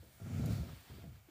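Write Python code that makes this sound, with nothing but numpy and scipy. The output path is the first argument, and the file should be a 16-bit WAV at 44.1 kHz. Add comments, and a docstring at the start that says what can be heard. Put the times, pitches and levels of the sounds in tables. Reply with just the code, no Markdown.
"""A low rumble with a stutter of soft bumps, as someone picks up a plush toy close to the microphone.
The shifting grip rumbles by friction, and each stick and slip excites damped modes. Cloth swishes with
the reach, then the plush brushes over the carpet: in both, many fibres catch and let go. Small impacts
add sharp ticks and, at the end, a hollow knock. The faint hiss of a quiet room lies under it all."""
import sys
import numpy as np
from scipy import signal
from scipy.fft import rfft, irfft
from scipy.io import wavfile
from scipy.ndimage import uniform_filter1d

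SR = 44100
rng = np.random.default_rng(int(sys.argv[2]) if len(sys.argv) > 2 else 0)


def generate_wav(signal):
    """Clip the signal to [-1, 1] and save it as 16-bit WAV at the path in sys.argv[1]."""
    frames = np.transpose(np.atleast_2d(signal))
    scaled = np.clip(frames, -1, 1) * 32767
    pcm = np.round(scaled).astype(np.int16)
    wavfile.write(sys.argv[1], SR, pcm)


N = 57330

# Envelopes. Each row: time in seconds, relative level in dB.
GRIP_ENVELOPE = [(0, -60), (0.09, -68), (0.13, -71), (0.195, -78), (0.219, -50), (0.27, -35.5), (0.29, -44),
                 (0.33, -36), (0.4, -31.5), (0.47, -31), (0.521, -29.5), (0.565, -37.5), (0.62, -37.5),
                 (0.655, -47.5), (0.702, -42.5), (0.76, -59), (0.82, -62.5), (0.89, -70), (0.91, -46),
                 (0.96, -52), (1.0, -52.5), (1.085, -45), (1.14, -54), (1.22, -67), (1.3, -85)]
DEEP_ENVELOPE = [(0, -48), (0.04, -67.5), (0.083, -58), (0.12, -87), (0.195, -86.5), (0.214, -42.5),
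                 (0.29, -61), (0.34, -55), (0.44, -56), (0.532, -36), (0.565, -55), (0.611, -37),
                 (0.66, -59.5), (0.73, -47.5), (0.839, -69), (0.89, -70), (0.915, -57.5), (1.139, -54.5),
                 (1.24, -73.5)]  # the deepest part of the rumble
CLOTH_ENVELOPE = [(0, -88), (0.19, -70.5), (0.28, -60.5), (0.39, -57), (0.44, -60), (0.52, -55.5),
                  (0.57, -58.5), (0.66, -66.5), (0.8, -78), (1.1, -73.5), (1.3, -72)]
PLUSH_ENVELOPE = [(0, -69), (0.42, -71), (0.52, -68), (0.7, -60), (0.84, -62), (0.93, -61.5), (1.03, -63.5),
                  (1.11, -74), (1.16, -66.5), (1.21, -77), (1.26, -77.5), (1.29, -69.5)]  # plush over the carpet
FUR_ENVELOPE = [(0.25, -82), (0.43, -62), (0.47, -61.5), (0.53, -56.5), (0.56, -60.5), (0.66, -68),
                (0.8, -100)]  # a bright swish as the fingers reach the fur
HISS_ENVELOPE = [(0, -69.5), (0.14, -62.5), (0.5, -70), (0.75, -63), (0.98, -67), (1.15, -72), (1.3, -77)]

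# Noise spectra. Each row: frequency in Hz, relative spectral density in dB.
GRIP_SPECTRUM = [(40, -41), (70, -6.5), (97, 3.5), (155, -1.5), (185, -7), (235, -6.5), (270, -14),
                 (305, -25), (450, -26.5), (700, -29), (900, -40.5), (1500, -58)]
DEEP_SPECTRUM = [(20, -35), (40, -39), (52, -19), (66, 3), (78, -7.5), (96, 1), (125, -24), (300, -53.5)]
CLOTH_SPECTRUM = [(300, 2.5), (700, 2.5), (1000, -2), (1400, 6), (1700, -1.5), (2300, 2.5), (3200, -5),
                  (4300, -10), (7200, -4.5), (8500, -13.5), (15000, -17)]
PLUSH_SPECTRUM = [(300, 6.5), (800, 2), (1400, 4), (2200, 1), (3300, 1), (4700, -1), (6000, -9.5),
                  (7500, -8), (10000, -18.5), (15000, -5.5)]
FUR_SPECTRUM = [(1500, -43), (3200, -3.5), (4100, 6), (5500, -2), (7200, -4.5), (8300, -6.5), (13000, -6),
                (15500, -0.5)]
SCUFF_SPECTRUM = [(400, -1.5), (700, -3), (1250, 1.5), (1700, -12), (2500, -21), (5000, -14.5),
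                  (12000, -35)]
ROOM_SPECTRUM = [(25, -7), (60, 25.5), (120, 23.5), (200, 4), (350, -11.5), (600, 8), (1000, -9.5),
                 (2000, -10.5), (5000, -15.5), (10000, -12.5), (13500, -2.5), (15300, -1)]
HISS_SPECTRUM = [(1500, -7.5), (4000, -6.5), (9000, 1.5), (13500, -7), (15300, 7)]

# Slips of the grip. Each row: start in seconds, strength in dB, roll-off corner in Hz, bass gain in dB.
GRIP_SLIPS = [(0.026, -49, 1030, -15), (0.045, -61, 1010, 8.5), (0.078, -54, 507, 0.5),
              (0.196, -48, 900, 1.5), (0.214, -26, 122, -6.5), (0.258, -41, 500, -6),
              (0.302, -40.5, 800, 4.5), (0.34, -49.5, 700, 12), (0.392, -40, 445, 11.5),
              (0.433, -35.5, 760, -1), (0.468, -45.5, 400, 19.5), (0.498, -45, 322, 17),
              (0.518, -46, 199, -10), (0.548, -42, 526, 10), (0.578, -33, 400, 1), (0.629, -40.5, 705, 4.5),
              (0.685, -43, 400, 3), (0.722, -50.5, 500, 4.5), (0.896, -45.5, 650, 2), (0.916, -45, 395, -5),
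              (0.98, -42, 550, -3), (1.035, -44, 514, -14), (1.078, -56, 250, 3)]

# Brief contacts. Each row: time in seconds, relative strength in dB.
SCUFF_STROKES = [(0.44, -54), (0.695, -57), (0.91, -65.5)]
TICK_IMPACTS = [(0.041, -44), (0.46, -27.5), (0.48, -43)]
KNOCK_IMPACTS = [(1.286, -52.5)]

# Resonances. Each row: frequency in Hz, relative level in dB, time to decay by 60 dB in seconds.
BUMP_RESONANCES = [(99.5, -4, 0.14), (132, -4.5, 0.13), (164.5, -2, 0.086), (232.2, -4, 0.15),
                   (332, -3, .05), (411.4, -8, 0.064), (483.7, -11, 0.11), (563, -7.5, 0.068),
                   (672, -9.5, 0.14), (843, -9.5, .025), (1380, -11, 0.18)]
TICK_RESONANCES = [(4670, -18, .003), (6700, -13, .002), (9450, -16, 0.004), (11700, -7, 0.0012),
                   (13000, -11, 0.0018)]
KNOCK_RESONANCES = [(310, 1.5, 0.056), (390, 1.5, 0.018), (500, -20, 0.018)]

# Echoes from floor and furniture. 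Each row: delay in seconds, level against the direct sound in dB.
EARLY_ECHOES = [(.0011, -39), (.0023, -29), (.0043, -20.5), (.0071, -20.5)]

RUMBLE_FLUTTER_DB, RUMBLE_SMOOTHING_S, RUMBLE_TOP_HZ = 0.47, 0.018, 1310
BUMP_GAIN_DB, BUMP_SPREAD_DB, BUMP_LOW_CUT_HZ, BASS_EDGE_HZ = -2.5, 1.5, 72, 260
DRAG_S, DRAG_SHARE = 0.02, 0.53
FIBRES_PER_S, FIBRE_SPREAD_DB, FIBRE_SHARE = 5000, 2, 0.32
SCUFF_SIGMA_S = 0.006
TICK_TAIL_GAIN_DB, TICK_TAIL_T60_S, TICK_LOW_CUT_HZ = -29.5, 0.075, 5000
ROOM_NOISE_DB, ROOM_TAIL_DB, ROOM_T60_S = -65, -14, 0.07
MIC_LOW_CUT_HZ, MIC_HIGH_CUT_HZ = 30, 15450


def grip_rumble(spectrum, levels, gain_db):
    """Friction of the grip makes low-frequency noise whose amplitude follows the handling."""
    noise = coloured(rng.standard_normal(N), spectrum)
    power = np.abs(signal.hilbert(noise)) ** 2 / 2
    mean_power = uniform_filter1d(power, int(RUMBLE_SMOOTHING_S * SR) + 1)
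    even_noise = noise / np.sqrt(mean_power + 1e-9)
    rumble = even_noise * envelope(levels) * from_db(gain_db + RUMBLE_FLUTTER_DB * drift(hz=45))
    return signal.sosfilt(signal.butter(2, RUMBLE_TOP_HZ, fs=SR, output="sos"), rumble)


def grip_bumps():
    """Stick-slip excitation: each slip pushes damped modes, then drags briefly on those above the bass."""
    starts, slip_db, corner_hz, bass_db = np.transpose(GRIP_SLIPS)
    scatter_db = BUMP_SPREAD_DB * rng.standard_normal((len(starts), len(BUMP_RESONANCES)))
    fade = np.exp(-1 / (DRAG_S * SR))
    grit, bumps = rng.standard_normal(N), np.zeros(N)
    for k, (hz, mode_db, t60) in enumerate(BUMP_RESONANCES):
        gains = from_db(slip_db + mode_db + bass_db * (hz < BASS_EDGE_HZ) + scatter_db[:, k])
        push = impulses(starts, gains / (1 + (hz / corner_hz) ** 2))  # soft contact spares upper modes
        drag = grit * np.sqrt(signal.lfilter([1 - fade], [1, -fade], push ** 2))
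        force = np.sqrt(1 - DRAG_SHARE) * push + np.sqrt(DRAG_SHARE) * drag * (hz > BASS_EDGE_HZ)
        bumps += (-1) ** k * ring(force, hz, t60)
    return from_db(BUMP_GAIN_DB) * low_cut(bumps, BUMP_LOW_CUT_HZ)


def fibre_rustle(spectrum, levels, flutter_db):
    """Shot noise: fibres catch and let go in dense random clicks over a smooth friction swish."""
    sizes = from_db(FIBRE_SPREAD_DB * np.minimum(rng.exponential(1, N), 5))
    signs = rng.choice([-1, 1], N)
    releases = rng.random(N) < FIBRES_PER_S / SR
    clicks = unit_rms(sizes * signs * releases)
    friction = np.sqrt(FIBRE_SHARE) * clicks + np.sqrt(1 - FIBRE_SHARE) * rng.standard_normal(N)
    return coloured(friction, spectrum) * envelope(levels) * from_db(flutter_db * drift(hz=20))


def finger_scuffs():
    """Sliding friction of fingers on the toy gives noise in brief Gaussian pulses."""
    t = np.arange(N) / SR
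    strokes = sum(from_db(db) * np.exp(-.5 * ((t - s) / SCUFF_SIGMA_S) ** 2) for s, db in SCUFF_STROKES)
    return strokes * coloured(rng.standard_normal(N), SCUFF_SPECTRUM)


def ticks():
    """Hard little impacts excite high modes; reverberation adds a short bright tail."""
    starts, db = np.transpose(TICK_IMPACTS)
    force = low_cut(impulses(starts, from_db(db)), TICK_LOW_CUT_HZ)
    direct = modal_response(force, TICK_RESONANCES)
    tail = signal.fftconvolve(direct, decaying_noise(TICK_TAIL_T60_S))[:N]
    return direct + from_db(TICK_TAIL_GAIN_DB) * tail


def hollow_knock():
    """A light impact as the toy swings up sets heavily damped modes in free vibration."""
    starts, db = np.transpose(KNOCK_IMPACTS)
    return modal_response(impulses(starts, from_db(db)), KNOCK_RESONANCES)


def background():
    """The noise floor: steady broadband room noise and a high hiss that swells a little."""
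    room = from_db(ROOM_NOISE_DB) * coloured(rng.standard_normal(N), ROOM_SPECTRUM)
    return room + envelope(HISS_ENVELOPE) * coloured(rng.standard_normal(N), HISS_SPECTRUM)


def in_room(x):
    """Convolution with a carpeted room's unit-energy response: direct sound, echoes, short tail."""
    delays, db = np.transpose(EARLY_ECHOES)
    tail = decaying_noise(ROOM_T60_S)
    response = impulses(delays, from_db(db)) + from_db(ROOM_TAIL_DB) * tail / np.linalg.norm(tail)
    response[0] += 1
    return signal.fftconvolve(x, response / np.linalg.norm(response))[:N]


def modal_response(force, modes):
    """Superposition of damped modes, alternating in sign."""
    return sum((-1) ** k * from_db(db) * ring(force, hz, t60) for k, (hz, db, t60) in enumerate(modes))


def ring(force, hz, t60):
    """A damped oscillator: a unit impulse starts a decaying sine of amplitude one."""
    decay = np.exp(-np.log(1000) / (t60 * SR))
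    omega = 2 * np.pi * hz / SR
    return signal.lfilter([0, np.sin(omega)], [1, -2 * decay * np.cos(omega), decay ** 2], force + 1e-18)


def decaying_noise(t60):
    """A diffuse field decays exponentially, by 60 dB in t60 seconds."""
    return rng.standard_normal(N) * np.exp(-np.log(1000) * np.arange(N) / SR / t60)


def impulses(seconds, gains):
    """Single-sample impulses at the given times."""
    return np.bincount(np.clip((seconds * SR).astype(int), 0, N - 1), gains, N)


def envelope(levels):
    """Amplitude over time, interpolated in decibels."""
    seconds, db = np.transpose(levels)
    return from_db(np.interp(np.arange(N) / SR, seconds, db))


def coloured(x, spectrum):
    """Spectral shaping, interpolated over log frequency; unit rms."""
    hz, db = np.transpose(spectrum)
    bin_hz = np.maximum(np.arange(N // 2 + 1) * SR / N, 1)
    gains = from_db(np.interp(np.log(bin_hz), np.log(hz), db))
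    return unit_rms(irfft(rfft(x) * gains, N))


def drift(hz):
    """Low-passed noise gives a slow random fluctuation of unit rms."""
    pole = np.exp(-2 * np.pi * hz / SR)
    return unit_rms(signal.lfilter([1], [1, -2 * pole, pole ** 2], rng.standard_normal(2 * N))[N:])


def low_cut(x, hz):
    """Second-order high-pass."""
    return signal.sosfilt(signal.butter(2, hz, "high", fs=SR, output="sos"), x)


def from_db(db):
    """Decibels to amplitude ratio."""
    return 10 ** (np.asarray(db) / 20)


def unit_rms(x):
    """Normalisation to unit power."""
    return x / np.sqrt(np.mean(x ** 2) + 1e-20)


def scene():
    """Superposition: the pressures of all sources add at one close microphone."""
    grip = grip_rumble(GRIP_SPECTRUM, GRIP_ENVELOPE, gain_db=-3.5)
    grip += grip_rumble(DEEP_SPECTRUM, DEEP_ENVELOPE, gain_db=-1)
    cloth = fibre_rustle(CLOTH_SPECTRUM, CLOTH_ENVELOPE, flutter_db=0.04)
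    plush = fibre_rustle(PLUSH_SPECTRUM, PLUSH_ENVELOPE, flutter_db=0.34)
    fur = fibre_rustle(FUR_SPECTRUM, FUR_ENVELOPE, flutter_db=-1.2)
    contacts = grip_bumps() + hollow_knock() + ticks()
    return (grip + contacts + in_room(cloth + plush + fur + finger_scuffs() + background()))[None]


def record(dry):
    """Band limiting: the microphone loses the lowest bass, and a steep low-pass cuts the top."""
    high_cut = signal.ellip(12, .1, 70, MIC_HIGH_CUT_HZ, fs=SR, output="sos")
    return signal.sosfilt(high_cut, low_cut(dry, MIC_LOW_CUT_HZ))


dry = scene()
out = record(dry)
generate_wav(out)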